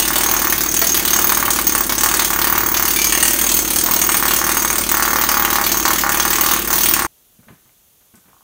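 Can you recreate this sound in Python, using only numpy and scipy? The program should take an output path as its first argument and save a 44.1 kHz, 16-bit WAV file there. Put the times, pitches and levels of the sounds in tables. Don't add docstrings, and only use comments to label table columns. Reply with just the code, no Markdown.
import sys
import numpy as np
from scipy import signal
from scipy.fft import rfft, irfft, next_fast_len
from scipy.io import wavfile
from scipy.ndimage import uniform_filter1d, map_coordinates

SR = 44100
rng = np.random.default_rng(int(sys.argv[2]) if len(sys.argv) > 2 else 0)


def volts_from_db(level):
    exponent = np.asarray(level, float) / 20
    return 10 ** exponent


def materialize(psi):
    bounded = np.clip(np.atleast_2d(psi).T, -1, 1)
    quanta = np.round(bounded * 32767).astype(np.int16)
    wavfile.write(sys.argv[1], SR, quanta)


N = 371755


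def unit(x):
    return x / np.sqrt(np.mean(x ** 2, axis=-1, keepdims=True) + 1e-20)


def along(points, hz):
    f, v = np.transpose(points)
    return np.interp(np.log(hz + 1), np.log(f + 1), v)


def curves(rows, s):
    knots, *cols = np.transpose(rows)
    return [np.interp(s, knots, c) for c in cols]


def wobble(rate):
    knots = rng.standard_normal(int(N * rate / SR) + 4)
    return map_coordinates(knots, [np.arange(N) * rate / SR])


def filtered(x, response):
    m = next_fast_len(x.shape[-1] + 8192)
    spectrum = rfft(x, m) * response(np.fft.rfftfreq(m, 1 / SR))
    return irfft(spectrum, m)[..., :x.shape[-1]]


def band(lo_hz, hi_hz):
    return lambda f: 1 / (1 + (lo_hz / (f + 1)) ** 4) / (1 + (f / hi_hz) ** 4)


def laid(rows, s):
    at = SR + np.round(np.asarray(s) * SR).astype(int)[:, None] + np.arange(rows.shape[1])
    return np.bincount(at.ravel(), rows.ravel(), N + 2 * SR)[SR:SR + N]


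def rings(modes, part_db, t, scatter_db, wander):
    out = 0
    for hz, width_hz, db in modes:
        size, bend, phase = rng.standard_normal((len(part_db), 3, 1)).transpose(1, 0, 2)
        swing = np.sin(2 * np.pi * (hz * (1 + wander * bend) * t + phase))
        strength = volts_from_db(db + part_db[:, None] + scatter_db * size)
        out = out + strength * swing * np.exp(-np.pi * width_hz * t)
    return out


# first blow in seconds, that blow in dB, the blows after it in dB.
GRIP_CHANGES = [(-0.0026, -9.5, -15), (0.1567, -11.5, -13), (0.3377, -14, -14.5), (0.5241, -10.5, -14.5),
                (0.766, -11, -12.5), (1.0506, -11.5, -11), (1.2934, -9.5, -14), (1.5046, -10, -15),
                (1.668, -7.5, -13.5), (1.8654, -20, -13.5), (2.0343, -8, -13.5), (2.3036, -14.5, -13.5),
                (2.4706, -12, -13.5), (2.7418, -12, -12), (3.1493, -12, -11), (3.3872, -12.5, -11.5),
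                (3.5898, -11.5, -13.5), (3.76, -10.5, -12), (3.9356, -9.5, -12.5), (4.143, -12, -12.5),
                (4.3617, -12.5, -14.5), (4.6477, -13.5, -13.5), (4.9155, -9.5, -14.5), (5.212, -12, -12.5),
                (5.5022, -14, -13), (5.8524, -12.5, -14.5), (6.036, -20, -13.5), (6.2513, -13.5, -12.5),
                (6.5351, -12, -18), (6.7031, -14, -12)]
# time in
# seconds, loss in dB.
SLIPPED_BLOWS = [(0.1, 4), (0.549, 5.5), (1.025, 7), (1.478, 4), (1.643, 6.5), (1.95, 4.5), (2.275, 4.5),
                 (3.095, 4), (3.359, 6), (3.6215, 4), (3.679, 2), (3.885, 5), (4.199, 3), (4.412, 5),
                 (4.73, 1.5), (4.836, 4), (4.863, 8), (5.261, 4.5), (5.476, 11.5), (5.582, 6), (5.636, 2),
                 (5.742, 4.5), (5.823, 5), (6.063, 8), (6.836, -3), (6.915, 1), (6.946, -4), (6.968, 8),
                 (6.991, 4), (7.016, 7)]


def blows():
    stroke_s = .0266
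    scatter_db, rebound = 1.3, .6
    late_per_db, uneven = .012, .03
    last_blow = (7.048, -23, -23)
    first_s, first_db, rest_db = np.transpose(GRIP_CHANGES + [last_blow])
    first = np.append(0, np.cumsum(np.round(np.diff(first_s) / stroke_s))).astype(int)
    k = np.arange(first[-1] + 1)
    luck, pace = rng.standard_normal((len(k), 2)).T
    off_db = scatter_db * (luck - rebound * np.roll(luck, 1))
    even_s = np.interp(k, first, first_s)
    for s, loss_db in SLIPPED_BLOWS:
        off_db[np.abs(even_s - s).argmin()] = -loss_db
    usual_db = rest_db[np.searchsorted(first, k, side="right") - 1]
    off_db[first] = first_db - rest_db
    travel = np.cumsum(1 - late_per_db * off_db + uneven * pace)
    return np.interp(travel, travel[first], first_s), usual_db + off_db


# time in seconds, die in dB, crown in dB, piston in dB.
TURNING = [(0.0, -7.5, 5, 0.5), (0.54, -5.5, -9.5, 6.5), (0.81, -0.5, -3, 2.5), (1.08, -0.5, -3, 7),
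           (1.62, -6, 2.5, 5), (2.16, -8.5, 3.5, -1.5), (2.43, -10, -0.3, 4), (2.7, -8.5, -7, 10.5),
           (2.97, -3.5, 2.5, -4.5), (3.24, -0.5, 4, -2.5), (3.6, -3, 3, -0.5), (4.05, -7, 5.5, 8),
           (4.4, -6, 2, 1), (4.86, -5.5, 6, 2.5), (5.4, -3, -10, 4.5), (5.94, -5, -2.5, -5),
           (6.48, -9, 0.5, 0.5), (7.02, -7.5, 5, 1.5)]
# frequency in Hz, width in Hz, level in dB.
SHELL_MODES = [(2920, 57, 2), (3260, 35, 0.5), (4430, 61, 5), (4660, 55, 1.5)]
# frequency in Hz, width in Hz, level in dB.
DIE_MODES = [(6405, 40, 6), (6443, 30, 10), (6485, 40, 5)]
# frequency in Hz, width in Hz, level in dB.
CROWN_MODES = [(7730, 50, 0), (8430, 50, 1), (8670, 50, 2), (8850, 40, 5)]
# frequency in Hz, width in Hz, level in dB.
PISTON_MODES = [(14730, 50, 6), (14812, 24, 13), (14900, 50, 7)]
# centre in seconds, half length in seconds,
# frequency in Hz, level in dB.
LOOSE_PATCHES = [
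    (2.995, .055, 2320, 13),
    (3.2, .15, 1860, 8),
    (3.17, .12, 2840, 9),
    (3.9, .05, 1100, 8),
    (5.34, .035, 4750, 7),
    (5.665, .015, 2330, 9),
    (5.665, .015, 3450, 5),
    (6.885, .07, 8850, 13),
]
# frequency in Hz, density in dB per Hz.
RATTLE_SPECTRUM = [(290, -23), (500, -10), (1090, -6), (1660, -6), (5120, -8.5), (6470, -2), (7380, -7.5),
                   (10500, -9), (14900, -4), (15800, 4.5), (16500, -40.5)]


def clang(s, clang_db):
    t = np.arange(2048) / SR
    die_db, crown_db, piston_db = curves(TURNING, s)
    steel = rings(SHELL_MODES, 0 * s - 4, t, scatter_db=4.0, wander=.012)
    steel += rings(CROWN_MODES, crown_db, t, scatter_db=4.5, wander=.01)
    steel += rings(DIE_MODES, die_db, t, scatter_db=7.5, wander=0.0036)
    piston_db = piston_db - 2 + 1.8 * rng.standard_normal(len(s))
    piston = rings(PISTON_MODES, piston_db, t, scatter_db=5, wander=0.0011)
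    for at, half, hz, db in LOOSE_PATCHES:
        patch_db = -12 * ((s - at) / half) ** 4
        steel += rings([(hz, 45, db)], patch_db, t, scatter_db=2.5, wander=0.002)
    jitter = rng.standard_normal((2,) + steel.shape)
    chatter, rebound = unit(uniform_filter1d(jitter, size=130))
    luck = rng.standard_normal((len(s), 3, 1)).transpose(1, 0, 2)
    ring_rise = 1 - np.exp(-t / (.0005 * np.exp(.9 * luck[0])))
    steel = (steel * volts_from_db(2.5 * chatter) + piston * volts_from_db(3 * rebound)) * ring_rise
    rattle_rise = 1 - np.exp(-t / (.0003 * np.exp(.9 * luck[1])))
    rattle = rng.standard_normal(steel.shape) * volts_from_db(1.3 * chatter) * rattle_rise * volts_from_db(-60 * t / 0.16)
    tint = unit(uniform_filter1d(rng.standard_normal((len(s), 64)), size=7))
    colour = lambda f: volts_from_db(along(RATTLE_SPECTRUM, f) + 2.76 * tint[:, (f * 126 / SR).astype(int)])
    blow = unit(steel.ravel()).reshape(steel.shape) + volts_from_db(0.5) * unit(filtered(rattle, colour))
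    reseat_s = 0.012 + 0.001 * luck[2]
    blow *= 1 - 0.58 / (1 + np.exp((reseat_s - t) / 0.00079))
    blow /= np.sqrt(np.mean(blow[:, :800] ** 2, axis=1, keepdims=True))
    return laid(volts_from_db(clang_db - 3.0)[:, None] * blow, s)


def tick(s):
    t = np.arange(1024) / SR
    crack = unit(filtered(rng.standard_normal((len(s), len(t))), band(11500, 17000)))
    size_db = -24.5 + 3 * rng.standard_normal((len(s), 1))
    return laid(volts_from_db(size_db - 60 * t / .05) * crack, s)


# first blow in seconds, last blow in seconds,
# thump peak in dB, one blow in so many that finds the dome lifted.
FLAT_STRETCHES = [(0.1, 0.16, -5.5, 2), (0.205, 0.52, -7, 4), (1.13, 1.24, -5, 4), (1.32, 1.48, -3.5, 2),
                  (1.59, 1.59, -8, 2), (1.745, 1.745, -2, 2), (1.92, 1.92, -8.5, 2),
                  (2.035, 2.245, -5.5, 3), (2.305, 2.84, -7.5, 30), (2.415, 2.525, -6, 2),
                  (2.55, 2.635, -5.5, 3), (2.66, 2.72, -9, 30), (3.86, 3.89, -10.5, 30),
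                  (4.09, 4.145, -6.5, 2), (4.225, 4.36, -4.5, 3), (4.41, 4.49, -5, 30),
                  (4.57, 4.57, -5.5, 2), (4.65, 4.705, -4, 2), (4.915, 5.61, -3.5, 14),
                  (5.85, 5.905, -3.5, 30), (6.035, 6.09, -2, 30), (6.14, 6.25, -6, 2),
                  (6.38, 6.46, -6.5, 2), (6.457, 6.595, -4.5, 2), (6.70, 6.70, -6, 2),
                  (6.81, 6.81, -12.5, 2), (6.965, 7.05, -5.5, 30)]


def flat_blows(s):
    peak_db = np.full(len(s), np.nan)
    for first_s, last_s, db, lifted in FLAT_STRETCHES:
        first, last = np.abs(s - first_s).argmin(), np.abs(s - last_s).argmin()
        k = np.arange(first, last + 1)
        peak_db[k[(k - first + 1) % round(lifted) > 0]] = db
    peak_db += 1.3 * rng.standard_normal(len(s))
    flat = ~np.isnan(peak_db)
    return s[flat], peak_db[flat]


# delay in ms, signed share of the direct shove.
WALL_ECHOES = [(1.36, -0.12), (2.13, 0.19), (3.08, -0.28), (3.65, 0.11), (5.83, -0.17), (9.32, 0.16),
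               (11.09, 0.39), (13.22, -0.21), (14.56, 0.25), (15.26, -0.16), (16.39, -0.12), (20.93, 0.16)]


def push():
    ms = np.arange(1300) / SR * 1000 - 2
    swell = lambda u: np.exp(-((u + .1) / np.where(u < -.1, .52, .9)) ** 2)
    chirp = lambda u: swell(u) * np.cos(2 * np.pi * (1.373 * u - .34 * u * u))
    return chirp(ms) + 1.05 * sum(share * chirp(ms - late) for late, share in WALL_ECHOES)


# frequency in Hz, width in Hz, level in dB.
FRAME_MODES = [(844, 44, -27.5), (976, 64, -27.5), (1130, 13, -32.5), (1230, 60, -37.5), (2214, 120, -21.5)]


def thump(s, clang_db):
    square_s, square_db = flat_blows(s)
    square = laid(volts_from_db(square_db - 2.5)[:, None] * push(), square_s - .0008)
    apart = np.abs(s[:, None] - square_s)
    near_db, apart = square_db[apart.argmin(axis=1)], apart.min(axis=1)
    glancing = apart > .005
    weak_db = -13.5 + .4 * near_db - 30 * np.minimum(apart, .25)
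    weak_db += 0.51 * (clang_db - clang_db.mean()) + 2.7 * rng.standard_normal(len(s))
    weak = laid((glancing * volts_from_db(weak_db))[:, None] * push(), s - .0009)
    t = np.arange(600) / SR
    air = np.cos(2 * np.pi * 240 * t) + 1.1 * rng.standard_normal((len(s), len(t)))
    puff = np.exp(-((t - .006) / 0.003) ** 2) * air
    exhaust = filtered(laid(puff, s - .006), band(120, 450))
    frame = lambda f: 1 + sum(volts_from_db(db) * 1j * f * c / (c * c - f * f + 1j * f * w) for c, w, db in FRAME_MODES)
    return filtered(square + weak, frame) + volts_from_db(-36.0) * unit(exhaust)


# multiple of the stroke rate, rms level in dB.
INTAKE_ORDERS = [(3, -53.5), (4, -53.5), (8, -54.5), (10, -60), (11, -51.5), (12, -54), (13, -39),
                 (14, -38), (15, -38), (16, -52), (18, -48.5)]
# frequency in Hz, density in dB per Hz.
RUMBLE_SPECTRUM = [(15, -36.5), (25, -10.5), (59, -6), (97, -3.5), (139, -8.5), (339, -5), (412, -7),
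                   (700, -11), (910, -37), (1540, -120)]


def compressor():
    stroke_hz, motor_hz = 24.2548, 51.22
    t = np.arange(N) / SR
    gulps = 0
    for k, db in INTAKE_ORDERS:
        gulps = gulps + volts_from_db(db + 1.7 * wobble(6)) * np.cos(2 * np.pi * k * stroke_hz * (t - .0025))
    motor = volts_from_db(-37.5 + .6 * wobble(1.5)) * np.sin(2 * np.pi * motor_hz * t)
    colour = lambda f: volts_from_db(along(RUMBLE_SPECTRUM, f)) / (1 + (42 / (f + 1)) ** 4)
    rumble = unit(filtered(rng.standard_normal(N), colour))
    return np.sqrt(2) * (gulps + motor) + volts_from_db(-35.5 + 0.5 * wobble(13)) * rumble


# frequency in Hz, decay time T60 in seconds.
SHED_DECAY = [(200, 0.12), (1500, 0.42), (6000, 0.37), (15000, 0.19)]


def shed(x, parts=1):
    out = np.zeros(N)
    for k in range(parts):
        hz, t, z = signal.stft(rng.standard_normal(SR // 3), SR, nperseg=256)
        decay = volts_from_db(-60 * t / along(SHED_DECAY, hz)[:, None])
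        tail = signal.istft(z * decay, SR, nperseg=256)[1]
        a, b = k * N // parts, (k + 1) * N // parts
        late = np.pad(x[a:b], (130, 0))
        wet = signal.fftconvolve(late, tail / np.linalg.norm(tail))[:N - a]
        out[a:a + len(wet)] += wet
    return out


# frequency in Hz, density in dB per Hz.
LEAK_SPECTRUM = [(18, -30), (30, 6), (215, -0.5), (2120, -11), (3310, -5.5), (5040, -10), (6720, -3.5),
                 (7470, -7.5), (13300, -2), (16000, -3)]
# frequency in Hz, width in Hz, level in dB.
LEAK_WHISTLES = [(6280, 150, -3), (10700, 110, -8), (13900, 84, 0), (14640, 64.4, -5.5)]
# start in seconds, thud in dB, scuff in dB, decay time T60 in seconds.
FOOTFALLS = [(7.39, -47.5, -62, 0.15), (7.428, -57, -55, 0.12), (7.469, -45, -64, 0.11),
             (7.482, -60, -42, 0.1), (7.503, -39, -52, 0.15), (7.655, -56, -59, 0.13),
             (7.69, -64, -54, .06), (8.005, -66, -60, .15), (8.138, -45, -53.5, 0.14),
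             (8.175, -54, -56, 0.07), (8.255, -52, -57.5, .1), (8.281, -53, -54, 0.2)]
# time in seconds, peak in dB.
DOME_TAPS = [
    (8.244, -41),
    (8.332, -31),
    (8.367, -35),
    (8.409, -33),
]
# frequency in Hz, width in Hz, level in dB.
TOOL_MODES = [(1520, 25, -53), (5600, 90, -55), (7800, 40, -53), (8600, 30, -54), (9800, 60, -53),
              (11500, 40, -56)]


def quiet_shed():
    whistle = lambda f: 1 + sum(.5 * volts_from_db(db) / (1 + ((f - c) / w) ** 2) for c, w, db in LEAK_WHISTLES)
    leak = unit(filtered(rng.standard_normal(N), lambda f: volts_from_db(along(LEAK_SPECTRUM, f)) * whistle(f)))
    s, thud_db, scuff_db, t60 = np.transpose(FOOTFALLS)
    t = np.arange(SR // 5) / SR
    fade = volts_from_db(-60 * t / t60[:, None]) * (1 - np.exp(-t / 0.0022))
    noise = rng.standard_normal((len(s), 2, len(t)))
    thud = volts_from_db(thud_db + 1.0)[:, None] * unit(filtered(noise[:, 0], band(85, 276))) * fade
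    scuff = volts_from_db(scuff_db + 1.5)[:, None] * unit(filtered(noise[:, 1], band(450, 2300))) * fade
    tap_s, tap_db = np.transpose(DOME_TAPS)
    taps = laid(volts_from_db(tap_db)[:, None] * push(), tap_s - .002)
    clink_s = 8.155
    clink = laid(rings(TOOL_MODES, np.zeros(1), t, scatter_db=0, wander=0), [clink_s])
    snap = laid(volts_from_db(-38 - 60 * t / .08) * filtered(noise[:1, 1], band(6500, 12000)), [clink_s])
    close = snap + laid(thud + scuff, s) + filtered(taps, band(500, 1100)) + clink
    return volts_from_db(-53) * leak + close + volts_from_db(-6) * shed(close)


def scene():
    s, clang_db = blows()
    steel = clang(s, clang_db) + tick(s)
    shove = thump(s, clang_db)
    room = volts_from_db(-4) * shed(steel, parts=40) + volts_from_db(-7) * shed(shove, parts=24)
    working = steel + shove + room + compressor()
    change_s = 7.0688
    before = np.clip((change_s - np.arange(N) / SR) / .0012, 0, 1)
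    return (before * working + (1 - before) * quiet_shed())[None]


def top_cut(x):
    return signal.sosfilt(signal.butter(12, 16810, fs=SR, output="sos"), x)


def record(dry):
    x = dry / (1 + np.abs(dry / 1.1) ** 6) ** (1 / 6)
    x = filtered(x, lambda f: 1 / (1 + (f / 15720) ** 160))
    x = x / (1 + np.abs(x) ** 30) ** (1 / 30)
    return top_cut(x)


dry = scene()
out = record(dry)
materialize(out)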